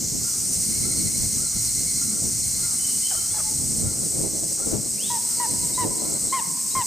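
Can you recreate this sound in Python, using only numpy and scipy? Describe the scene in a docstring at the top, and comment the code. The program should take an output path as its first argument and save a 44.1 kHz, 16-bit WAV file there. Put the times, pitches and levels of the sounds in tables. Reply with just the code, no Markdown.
"""Shrill cicada choirs and a broad hiss are heard first, with wind buffeting two microphone ports and a cawing crow.
Then an eagle whistles thinly and clucks, a bird hoots once to the left, and the eagle yelps five times, most
yelps led by a rising whistle; an insect buzzes to the right. Voices are harmonic sums or single tones, insects
are noise or random clicks through resonances, and hiss and wind are shaped noise. The calls echo among tree
trunks, and a gain control acts on the sum: all levels in the tables are those ahead of it."""
import sys
import numpy as np
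from scipy import signal
from scipy.fft import rfft, irfft, next_fast_len
from scipy.io import wavfile
from scipy.ndimage import uniform_filter1d, map_coordinates

SR = 44100
rng = np.random.default_rng(int(sys.argv[2]) if len(sys.argv) > 2 else 0)


def unload_wav(signal):
    """Save mono or channel-first audio to the path in sys.argv[1] as 16-bit WAV at rate SR, clipped to [-1, 1]."""
    wavfile.write(
        sys.argv[1],
        SR,
        np.round(np.clip(np.atleast_2d(signal).T, -1, 1) * 32767).astype(np.int16),
    )


N = 302570
TIME = np.arange(N) / SR  # [s]


def amp(db):
    """Decibel law: amplitude gain of a level in dB."""
    return 10 ** (np.asarray(db) / 20)


def unit(x):
    """Normalisation: x at rms 1."""
    return x / np.sqrt(np.mean(x ** 2) + 1e-20)


def along(points, hz):
    """Logarithmic frequency scale: interpolates (frequency [Hz], value) points."""
    point_hz, values = np.transpose(points)
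    return np.interp(np.log(hz + 1), np.log(point_hz + 1), values)


def curves(rows, t=TIME):
    """Linear interpolation: one value per moment for each column after the time."""
    s, *columns = np.transpose(rows)
    return [np.interp(t, s, column) for column in columns]


def wobble(rate):
    """Slow random modulation: a smooth curve through rate random knots a second."""
    knots = rng.standard_normal(int(N * rate / SR) + 4)
    return map_coordinates(knots, [TIME * rate])


def filtered(x, response):
    """Linear filtering: the spectrum of x times a complex response of frequency."""
    m = next_fast_len(N + SR // 2)
    hz = np.fft.rfftfreq(m, 1 / SR)
    return irfft(rfft(x, m) * response(hz), m)[..., :N]


def modes(table):
    """Resonance: response of (frequency [Hz], width [Hz], level [dB]) modes, each squared for steep flanks."""
    def response(f):
        return sum(amp(db) * (1j * f * width / (centre ** 2 - f * f + 1j * f * width)) ** 2
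                   for centre, width, db in table)
    return response


def spread(pair, alike):
    """Coherence: left and right of a given likeness from two unrelated signals."""
    turn = np.arccos(np.clip(alike, -1, 1)) / 2
    shared, opposed = np.cos(turn) * pair[0], np.sin(turn) * pair[1]
    return np.array([shared + opposed, shared - opposed])


def sides(pan_db):
    """Level panning: left and right gains for a left-minus-right difference in dB."""
    return amp(np.array([pan_db / 2, -pan_db / 2]))


def add(out, rows, voice):
    """Phase integration: adds one note, voice(phase, levels), over the span of (time, pitch, levels) rows."""
    a = max(round(rows[0][0] * SR), 0)
    b = min(round(rows[-1][0] * SR), N)
    hz, *levels = curves(rows, TIME[a:b])
    hz = uniform_filter1d(hz, size=600, mode="nearest")  # muscles round off every turn of pitch
    phase = 2 * np.pi * (np.cumsum(hz) / SR + rng.random())
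    soft_ends = signal.windows.tukey(b - a, .12)
    out[a:b] += np.sqrt(2) * soft_ends * voice(phase, *levels)


# The eagle's loud notes: (start [s], length before the slump [s], top pitch [Hz], end pitch [Hz],
# share of the body at which pitch is highest, level [dB], 2nd harmonic re 1st [dB], 3rd harmonic re 1st [dB]);
# the beak colours the harmonics and each note fades from its level
YELP_NOTES = [(5.096, 0.083, 968, 886, .03, -30, -16.5, -33), (5.394, .066, 981, 887, .12, -27, -12.5, -28),
              (5.772, .075, 1016, 910, 0.17, -26.5, -13.5, -25),
              (6.32, .08, 1074, 922, 0.24, -23.5, -10.5, -16.5),
              (6.746, 0.078, 1070, 930, 0.19, -22, -13, -20)]


def yelps():
    """Pressure-driven oscillation: loud, slightly hoarse notes whose pitch slumps as the pressure goes."""
    out = notes(YELP_NOTES, sag=1.7, fade_db=-4.5)
    hoarseness = amp(.7 * wobble(90)) + .11 * wobble(900)
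    return out * hoarseness


# The eagle's short weak notes: (start [s], length before the slump [s], top pitch [Hz], end pitch [Hz],
# share of the body at which pitch is highest, level [dB], 2nd harmonic re 1st [dB], 3rd harmonic re 1st [dB]);
# coloured and faded in the same way
CLUCK_NOTES = [(3.105, 0.049, 886, 631, 0, -43.5, -3, -14), (3.335, 0.048, 883, 845, 0, -41.5, -8, -20),
               (3.378, 0.0344, 717, 602, 0, -45, 0.5, -8)]


def clucks():
    """Irregular oscillation: under weak pressure the membranes rattle, so the notes are grainy."""
    out = notes(CLUCK_NOTES, sag=0.453, fade_db=-1.5)
    grain = amp(2.5 * wobble(110)) + .45 * wobble(700) + .35 * wobble(2500)
    return out * grain


# Colour the beak gives the upper harmonics: (frequency [Hz], gain [dB])
BEAK_COLOUR = [(1200, 4), (1500, -3), (1750, -2), (1950, 0), (2100, -1), (2400, -1), (2600, -3),
               (2850, 8.5), (3020, -4), (3250, -5.5)]
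# A note starts quiet and flat, and collapses once the pressure is gone (pitches are factors)
ATTACK_S, ONSET_DB, ONSET_PITCH = 0.0071, -29, .92
SLUMP_S, SLUMP_DB, SLUMP_PITCH = 0.019, -29, 0.805


def notes(table, sag, fade_db):
    """Source and filter: attack, a body of arched pitch and fading level, then the slump, coloured by the beak."""
    out, u = np.zeros(N), np.linspace(0, 1, 9)  # u: share of the body
    for s, length, top_hz, end_hz, top, db, second, third in table:
        hz = top_hz + (end_hz - top_hz) * np.abs((u - top) / (1 - top)) ** sag
        level = db + fade_db * u ** 2
        second_db = level + second + along(BEAK_COLOUR, 2 * hz)
        third_db = level + third + along(BEAK_COLOUR, 3 * hz)
        body_s = s + ATTACK_S + u * (length - ATTACK_S)
        body = np.transpose([body_s, hz, level, second_db, third_db])
        onset = (s, ONSET_PITCH * hz[0], *(body[0, 2:] + ONSET_DB))
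        slump = (s + length + SLUMP_S, SLUMP_PITCH * end_hz, *(body[-1, 2:] + SLUMP_DB))
        add(out, [onset, *body, slump], stack)
    return out


def stack(phase, first_db, second_db, third_db):
    """Harmonic series of the syrinx: uneven cycles blur the upper harmonics most, and alternate cycles differ."""
    knots = rng.standard_normal(len(phase) // 60 + 4)
    jitter = map_coordinates(knots, [np.arange(len(phase)) / 60])
    loose = phase + .2 * jitter
    first = amp(first_db) * np.sin(phase)
    second = amp(second_db) * np.sin(2 * loose)
    upper = amp(third_db) * (np.sin(3 * loose) + amp(-4) * np.sin(4 * loose))
    alternation = 1 + 0.061 * np.sin(phase / 2)
    return alternation * (first + second + upper)


# The eagle's thin whistles: (start [s], length [s], first pitch [Hz], last pitch [Hz],
# peak level before the unsteadiness [dB], share of the length at which it is loudest, held within 0.1 to 0.9)
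WHISTLE_NOTES = [(2.76, 0.1, 2930, 3060, -48, 0.72), (2.844, 0.086, 3110, 2920, -47, 0.42),
                 (3.023, .095, 3040, 3104, -38, 0.53), (3.293, .045, 3200, 3490, -48, .8),
                 (4.967, 0.16, 2150, 3980, -38.5, 0.47), (5.736, .047, 3600, 4050, -42, .6),
                 (6.269, 0.061, 3350, 4200, -41, 0.89), (6.705, .042, 3650, 4170, -38, 1)]
WHISTLE_BEND = 1.9  # exponent above 1: the glide slows down
WHISTLE_START_DB, WHISTLE_END_DB = -12.5, -5  # re peak


def whistles():
    """Frequency glide: one thin unsteady sinusoid, gliding ever more slowly as it swells and dies."""
    out, u = np.zeros(N), np.linspace(0, 1, 9)  # u: share of the length
    shake = .35 * wobble(150)  # [rad]
    for s, length, first_hz, last_hz, db, peak in WHISTLE_NOTES:
        peak = np.clip(peak, .1, .9)
        rise_db = WHISTLE_START_DB * (1 - u / peak) ** 2
        fall_db = WHISTLE_END_DB * ((u - peak) / (1 - peak)) ** 2
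        swell_db = np.where(u < peak, rise_db, fall_db)
        hz = last_hz + (first_hz - last_hz) * (1 - u) ** WHISTLE_BEND
        rows = np.transpose([s + u * length, hz, db + swell_db])
        add(out, rows, lambda phase, db: amp(db) * np.sin(phase + shake[:len(phase)]))
    unsteadiness = amp(3 * wobble(60) - 1.5) + .24 * wobble(500)
    return out * unsteadiness


# A soft hoot: (time [s], pitch [Hz], level [dB])
HOOT_CURVE = [(3.44, 877, -55), (3.454, 858, -52), (3.49, 856, -45), (3.505, 860, -60)]


def hoot():
    """Simple harmonic motion: one plain tone."""
    out = np.zeros(N)
    add(out, HOOT_CURVE, lambda phase, db: amp(db) * np.sin(phase))
    return out


# Shape of one caw: (time from its peak [s], pitch [Hz], level re the caw [dB])
CAW_SHAPE = [(-.075, 360, 15), (-.05, 410, 1), (-.015, 468, 2), (.005, 470, 2.5), (.05, 430, -1.5),
             (.1, 375, 6), (.115, 360, -25)]
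# The caws: (peak time [s], level ahead of the throat [dB], pitch factor)
CAW_TIMES = [(0.275, -50.5, 1), (0.881, -52, .99), (1.44, -51.5, 1), (2.04, -50.5, .99), (2.65, -50, 1),
             (3.175, -50, 0.97), (3.89, -51, .99), (4.641, -50.5, .99), (5.33, -52, .97), (6.08, -51, 0.99)]
# Resonances of the crow's throat: (frequency [Hz], width [Hz], level [dB])
THROAT_MODES = [(930, 260, -27), (1370, 340, 0)]


def crow():
    """Formant filtering: an arched caw, repeated; only harmonics near the throat resonances carry this far."""
    out = np.zeros(N)

    def caw(phase, db):
        return amp(db) * sum((3 / k) ** 3.5 * np.sin(k * phase) for k in range(2, 6))

    for peak, db, factor in CAW_TIMES:
        rows = [(peak + s, hz * factor, db + level) for s, hz, level in CAW_SHAPE]
        add(out, rows, caw)
    roughness = amp(3.7 * wobble(60)) + 0.49 * wobble(500)
    return filtered(out * roughness, modes(THROAT_MODES))


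def from_left(x, lag, pan_db):
    """Time and level difference: the right port hears a left source softer and lag seconds later."""
    late = filtered(x, lambda hz: np.exp(-2j * np.pi * hz * lag))
    return np.array([x, late]) * sides(np.array([pan_db]))


# Reverberation among the trunks: (frequency [Hz], time to decay by 60 dB [s])
WOODS_DECAY = [(500, 0.29), (1000, 1.1), (2000, 0.75), (4000, 0.25)]
# Left-right likeness of the echoes: (frequency [Hz], likeness)
ECHO_LIKENESS = [(800, 0.085), (1500, 0.14), (2500, 0.45), (4000, 0.92)]


def woods(x, gap):
    """Diffuse scattering: trunk echoes build up after gap seconds and decay as random noise."""
    out, step = np.zeros((2, N + 2 * SR)), SR // 3
    for a in range(0, N, step):  # the random echo pattern is drawn afresh every third of a second
        hz, t, noise = signal.stft(rng.standard_normal((2, SR)), SR, nperseg=256)
        decay = amp(-60 * t / along(WOODS_DECAY, hz)[:, None])
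        build_up = 1 - np.exp(-t / 0.021)
        scattered = spread(noise, along(ECHO_LIKENESS, hz)[:, None])
        tail = signal.istft(scattered * decay * build_up, SR, nperseg=256)[1]
        tail = tail / np.linalg.norm(tail[0])
        echo = signal.fftconvolve(x[None, a:a + step], tail, axes=1)
        start = a + int(gap * SR)
        out[:, start:start + echo.shape[1]] += echo
    return out[:, :N] * amp(2.2 * wobble(40))  # the echo level wavers at random


# The lower insect: (time [s], level [dB])
BUZZ_LEVEL = [(0, -48), (.5, -45.5), (1, -40.5), (2, -43.5), (3, -43.5), (4, -47.5), (5, -47.5), (6, -44.5),
              (6.86, -49.5)]
# Its resonances, two low and two overtones: (frequency [Hz], width [Hz], level [dB])
BUZZ_RESONANCES = [(2071, 68, 2.5), (2186, 78, 2), (4107, 127, 6.5), (4373, 61, 11.5)]


def buzz():
    """Amplitude modulation: narrow resonant noise throbs about ten times a second; overtones come more directly."""
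    db, = curves(BUZZ_LEVEL)
    throb_hz = 10.2 + 1.87 * wobble(2.8)
    throb = np.sin(2 * np.pi * np.cumsum(throb_hz) / SR)
    low = filtered(spread(rng.standard_normal((2, N)), alike=0.023), modes(BUZZ_RESONANCES[:2]))
    high = filtered(spread(rng.standard_normal((2, N)), alike=0.42), modes(BUZZ_RESONANCES[2:]))
    loudness = amp(db + 2.34 * throb + 1.9 * wobble(4.9))
    return loudness * unit(low + high) * sides(np.array([-2.1]))


# Choirs and hiss: (time [s], low choir [dB], middle choir [dB], high choir [dB], hiss [dB])
CHOIR_LEVELS = [(0, -28.5, -35, -47, -31.5), (.15, -30, -32, -40, -31), (.3, -30, -29, -32.5, -30.5),
                (.5, -30.5, -31, -28.5, -30), (1.2, -31.5, -28.5, -29, -30), (1.55, -30, -29, -31, -30.5),
                (1.9, -30, -27.5, -30.5, -30), (2.25, -30, -28.5, -31, -31.5),
                (2.55, -31, -29.5, -30, -30.5), (2.95, -33.5, -27, -28.5, -29.5),
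                (3.4, -32.5, -28, -31.5, -31), (4.1, -34.5, -26.5, -31.5, -31), (4.7, -32, -28, -36.5, -32),
                (5.35, -40, -27.5, -31, -29.5), (5.75, -41, -26, -36, -30.5), (6.1, -36.5, -25, -37, -31.5),
                (6.45, -40, -28, -36, -31.5), (6.86, -39, -25.5, -43, -29.5)]
# Tymbal resonances, one list for each choir: (frequency [Hz], width [Hz], level [dB])
TYMBAL_MODES = [
    [(6100, 980, 3.5), (6850, 1470, 4.5)],
    [(8010, 1260, 1.5), (8300, 670, -5.5)],
    [(8830, 580, 0.5), (9230, 500, -5.5)],
]
# One near cicada rings narrowly inside the middle choir: (frequency [Hz], width [Hz], level [dB])
NEAR_CICADA = (8522, 70, -3)
# Left-right likeness of the low, middle and high choir
CHOIR_LIKENESS = [1, 1, 0.92]


def cicadas():
    """Impulse excitation: thousands of tymbal clicks a second, of scattered size, ring in resonances; hiss joins."""
    *levels, hiss_db = curves(CHOIR_LEVELS)
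    low_modes, middle_modes, high_modes = TYMBAL_MODES
    tables = [low_modes, [*middle_modes, NEAR_CICADA], high_modes]
    out = 0
    for table, db, alike in zip(tables, levels, CHOIR_LIKENESS):
        clicks = (rng.random((2, N)) < .15) * rng.standard_normal((2, N))
        swell = amp(db + 0.4 * wobble(9) + 0.55 * wobble(40))
        out = out + swell * unit(filtered(spread(clicks, alike), modes(table)))
    return out * sides(np.array([.6])) + hiss(hiss_db)


# Spectrum of the hiss layer: (frequency [Hz], relative density [dB per Hz])
HISS_SPECTRUM = [(300, -19), (700, -8), (1500, -10), (2600, -9), (3600, -11), (4100, -2.5), (5000, 8),
                 (6500, 11), (9500, 4.5), (11000, 1.5), (14500, 2.5), (15400, -1.5), (16000, -20)]
# Left-right likeness of the hiss layer: (frequency [Hz], likeness)
HISS_LIKENESS = [(700, 0.091), (1500, 0.25), (3000, 0.88), (4800, 0.59), (7000, 1), (10000, 0.37),
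                 (12500, .45), (15000, 0.21)]
# Side of the hiss layer: (frequency [Hz], left minus right [dB])
HISS_PAN = [(700, 4), (1300, 0), (2400, 0), (4400, -0.6), (9000, .4), (13000, -3)]


def hiss(hiss_db):
    """Spectral shaping: noise whose density, likeness and side depend on frequency."""
    hz = np.fft.rfftfreq(N, 1 / SR)
    spectrum = spread(rfft(rng.standard_normal((2, N))), along(HISS_LIKENESS, hz))
    noise = irfft(spectrum * amp(along(HISS_SPECTRUM, hz)) * sides(along(HISS_PAN, hz)), N)
    return amp(hiss_db + 0.54 * wobble(30) + 0.52 * wobble(14)) * unit(noise)


# Wind between gusts: (time [s], flutter [dB], rumble re flutter [dB], rustle re flutter [dB], left minus right [dB])
WIND_LEVELS = [(0, -33.5, -5, -10, 0), (.35, -40, -2, -9, -3), (1, -34, -0.5, -12, -1),
               (1.5, -44, 3, -6.5, -1.5), (2.1, -38, -1.5, -11.5, 2), (2.6, -43, 4, -6.5, 0),
               (3, -45.5, -3, -6.5, 1.5), (3.25, -46.5, 1, -7, -1), (3.6, -38, 1.5, -9, -0.5),
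               (3.95, -36.5, 0.5, -2.5, 0), (4.35, -36, -1, 3, 0.5), (4.55, -46, -2.5, 0, 7),
               (5, -40.5, -8, -4, -0.5), (5.3, -45.5, -6, -1.5, 0.5), (5.6, -40.5, -3, -5, -2),
               (6.05, -37, -9, 3, 2.5), (6.2, -39, -8, -0.5, 0), (6.6, -44.5, -7.5, -6, 2),
               (6.86, -42.5, -9, -6.5, 1)]
# Gusts: (peak time [s], lift [dB], further lift of the rumble [dB], time from the peak to 1/e of the lift [s])
GUST_LIFTS = [(0.165, 4, 2, .03), (0.905, 3, -2, 0.037), (1.07, 2, -0.5, .03), (1.229, 3.5, 2, 0.048),
              (1.399, 5, -2, 0.083), (1.571, 3, 3, 0.025), (1.79, 3.5, 2, 0.025), (2.253, 9.5, -4, .04),
              (3.419, 3.5, 1, .03), (3.518, 0.5, -1, 0.026), (3.66, 0.5, 6.5, 0.033),
              (3.787, 4.5, -1, 0.047), (3.863, 4.5, 6.5, 0.032), (4.033, 2.5, -1, 0.015),
              (4.22, 0, 7.5, 0.036), (4.6, 6, -7, 0.018), (4.676, 9.5, -1, 0.017), (4.761, 13, 1, 0.08),
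              (5.12, 3.5, 2, 0.044), (5.523, 7, 2, .03), (5.645, 4, 1, .03), (5.866, 8.5, 3, 0.08),
              (6.245, 7, 1, 0.026), (6.779, 6.5, 5, 0.046)]
# Spectra of slow, middling and fast eddies: (frequency [Hz], relative density [dB per Hz])
RUMBLE_SPECTRUM = [(15, -28), (30, -5.5), (60, 0.5), (120, 4.5), (190, -4), (400, -43)]
FLUTTER_SPECTRUM = [(70, -22), (140, -1.5), (210, 5.5), (300, -3), (450, -11.5), (800, -36.5)]
RUSTLE_SPECTRUM = [(150, -48), (300, 1.5), (400, -3.5), (600, -7), (900, -18.5), (1400, -30.5), (2500, -42)]
RUSTLE_GROWS = 1.17  # the rustle swings wider than the gusts


def wind():
    """Turbulence: eddies hit the ports in lumps, from slow rumble to fast rustle; big eddies reach both ports."""
    flutter_db, rumble_db, rustle_db, pan_db = curves(WIND_LEVELS)
    gust_db, deep_db = sum(np.outer([db, deep], np.exp(-((TIME - s) / width) ** 2))
                           for s, db, deep, width in GUST_LIFTS)
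    lumps = np.array([wobble(25), wobble(25)])
    # (spectrum, level re flutter [dB], lumpiness [dB], left-right likeness)
    layers = ((RUMBLE_SPECTRUM, rumble_db + gust_db + deep_db, 1.6, .45),
              (FLUTTER_SPECTRUM, gust_db, 2.2, .15),
              (RUSTLE_SPECTRUM, rustle_db + RUSTLE_GROWS * gust_db, 3.1, -.1))
    out = 0
    for spectrum, db, lumpy_db, alike in layers:
        noise = spread(rng.standard_normal((2, N)), alike)
        air = filtered(noise, lambda hz: amp(along(spectrum, hz)))
        loudness = amp(flutter_db + db + 1.84 * wobble(14))
        out = out + loudness * unit(amp(lumpy_db * lumps) * air)
    return out * sides(pan_db + 1.24 * wobble(9))


def scene():
    """Superposition: all sources and the echoes of the calls add at the two ports."""
    voiced, thin, soft, far = yelps() + clucks(), whistles(), hoot(), crow()
    near = voiced * sides(np.array([2.2])) + thin + from_left(soft, lag=0.00013, pan_db=20)
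    distant = from_left(far, lag=0.00042, pan_db=8.5)
    answered = amp(-16.5) * voiced + amp(-2.5) * thin + amp(-8) * soft + amp(-12.5) * far
    echoes = woods(answered, gap=.015)
    return near + distant + echoes + cicadas() + buzz() + wind()


GAIN_HEARS_HZ, GAIN_OVER_DB = 1500, -27.5  # it listens below this frequency and acts above this level
GAIN_SLOPE, GAIN_TIME_S = 1.25, 0.17  # dB of cut per dB of excess; time constant of turning down and recovery
TOP_HZ = 15520  # band limit


def record(dry):
    """Dynamic compression: loud low sounds turn the gain down, then it creeps back; the band limit ends the top."""
    low = filtered(dry, lambda hz: hz < GAIN_HEARS_HZ)
    louder_power = uniform_filter1d((low ** 2).max(axis=0), size=2000)
    heard_db = 10 * np.log10(np.abs(louder_power) + 1e-12)
    excess_db = np.maximum(heard_db - GAIN_OVER_DB, 0)
    keep = np.exp(-1 / (GAIN_TIME_S * SR))
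    down_db = signal.lfilter([1 - keep], [1, -keep], GAIN_SLOPE * excess_db)
    return filtered(dry * amp(-down_db), lambda hz: hz < TOP_HZ)


dry = scene()
out = record(dry)
unload_wav(out)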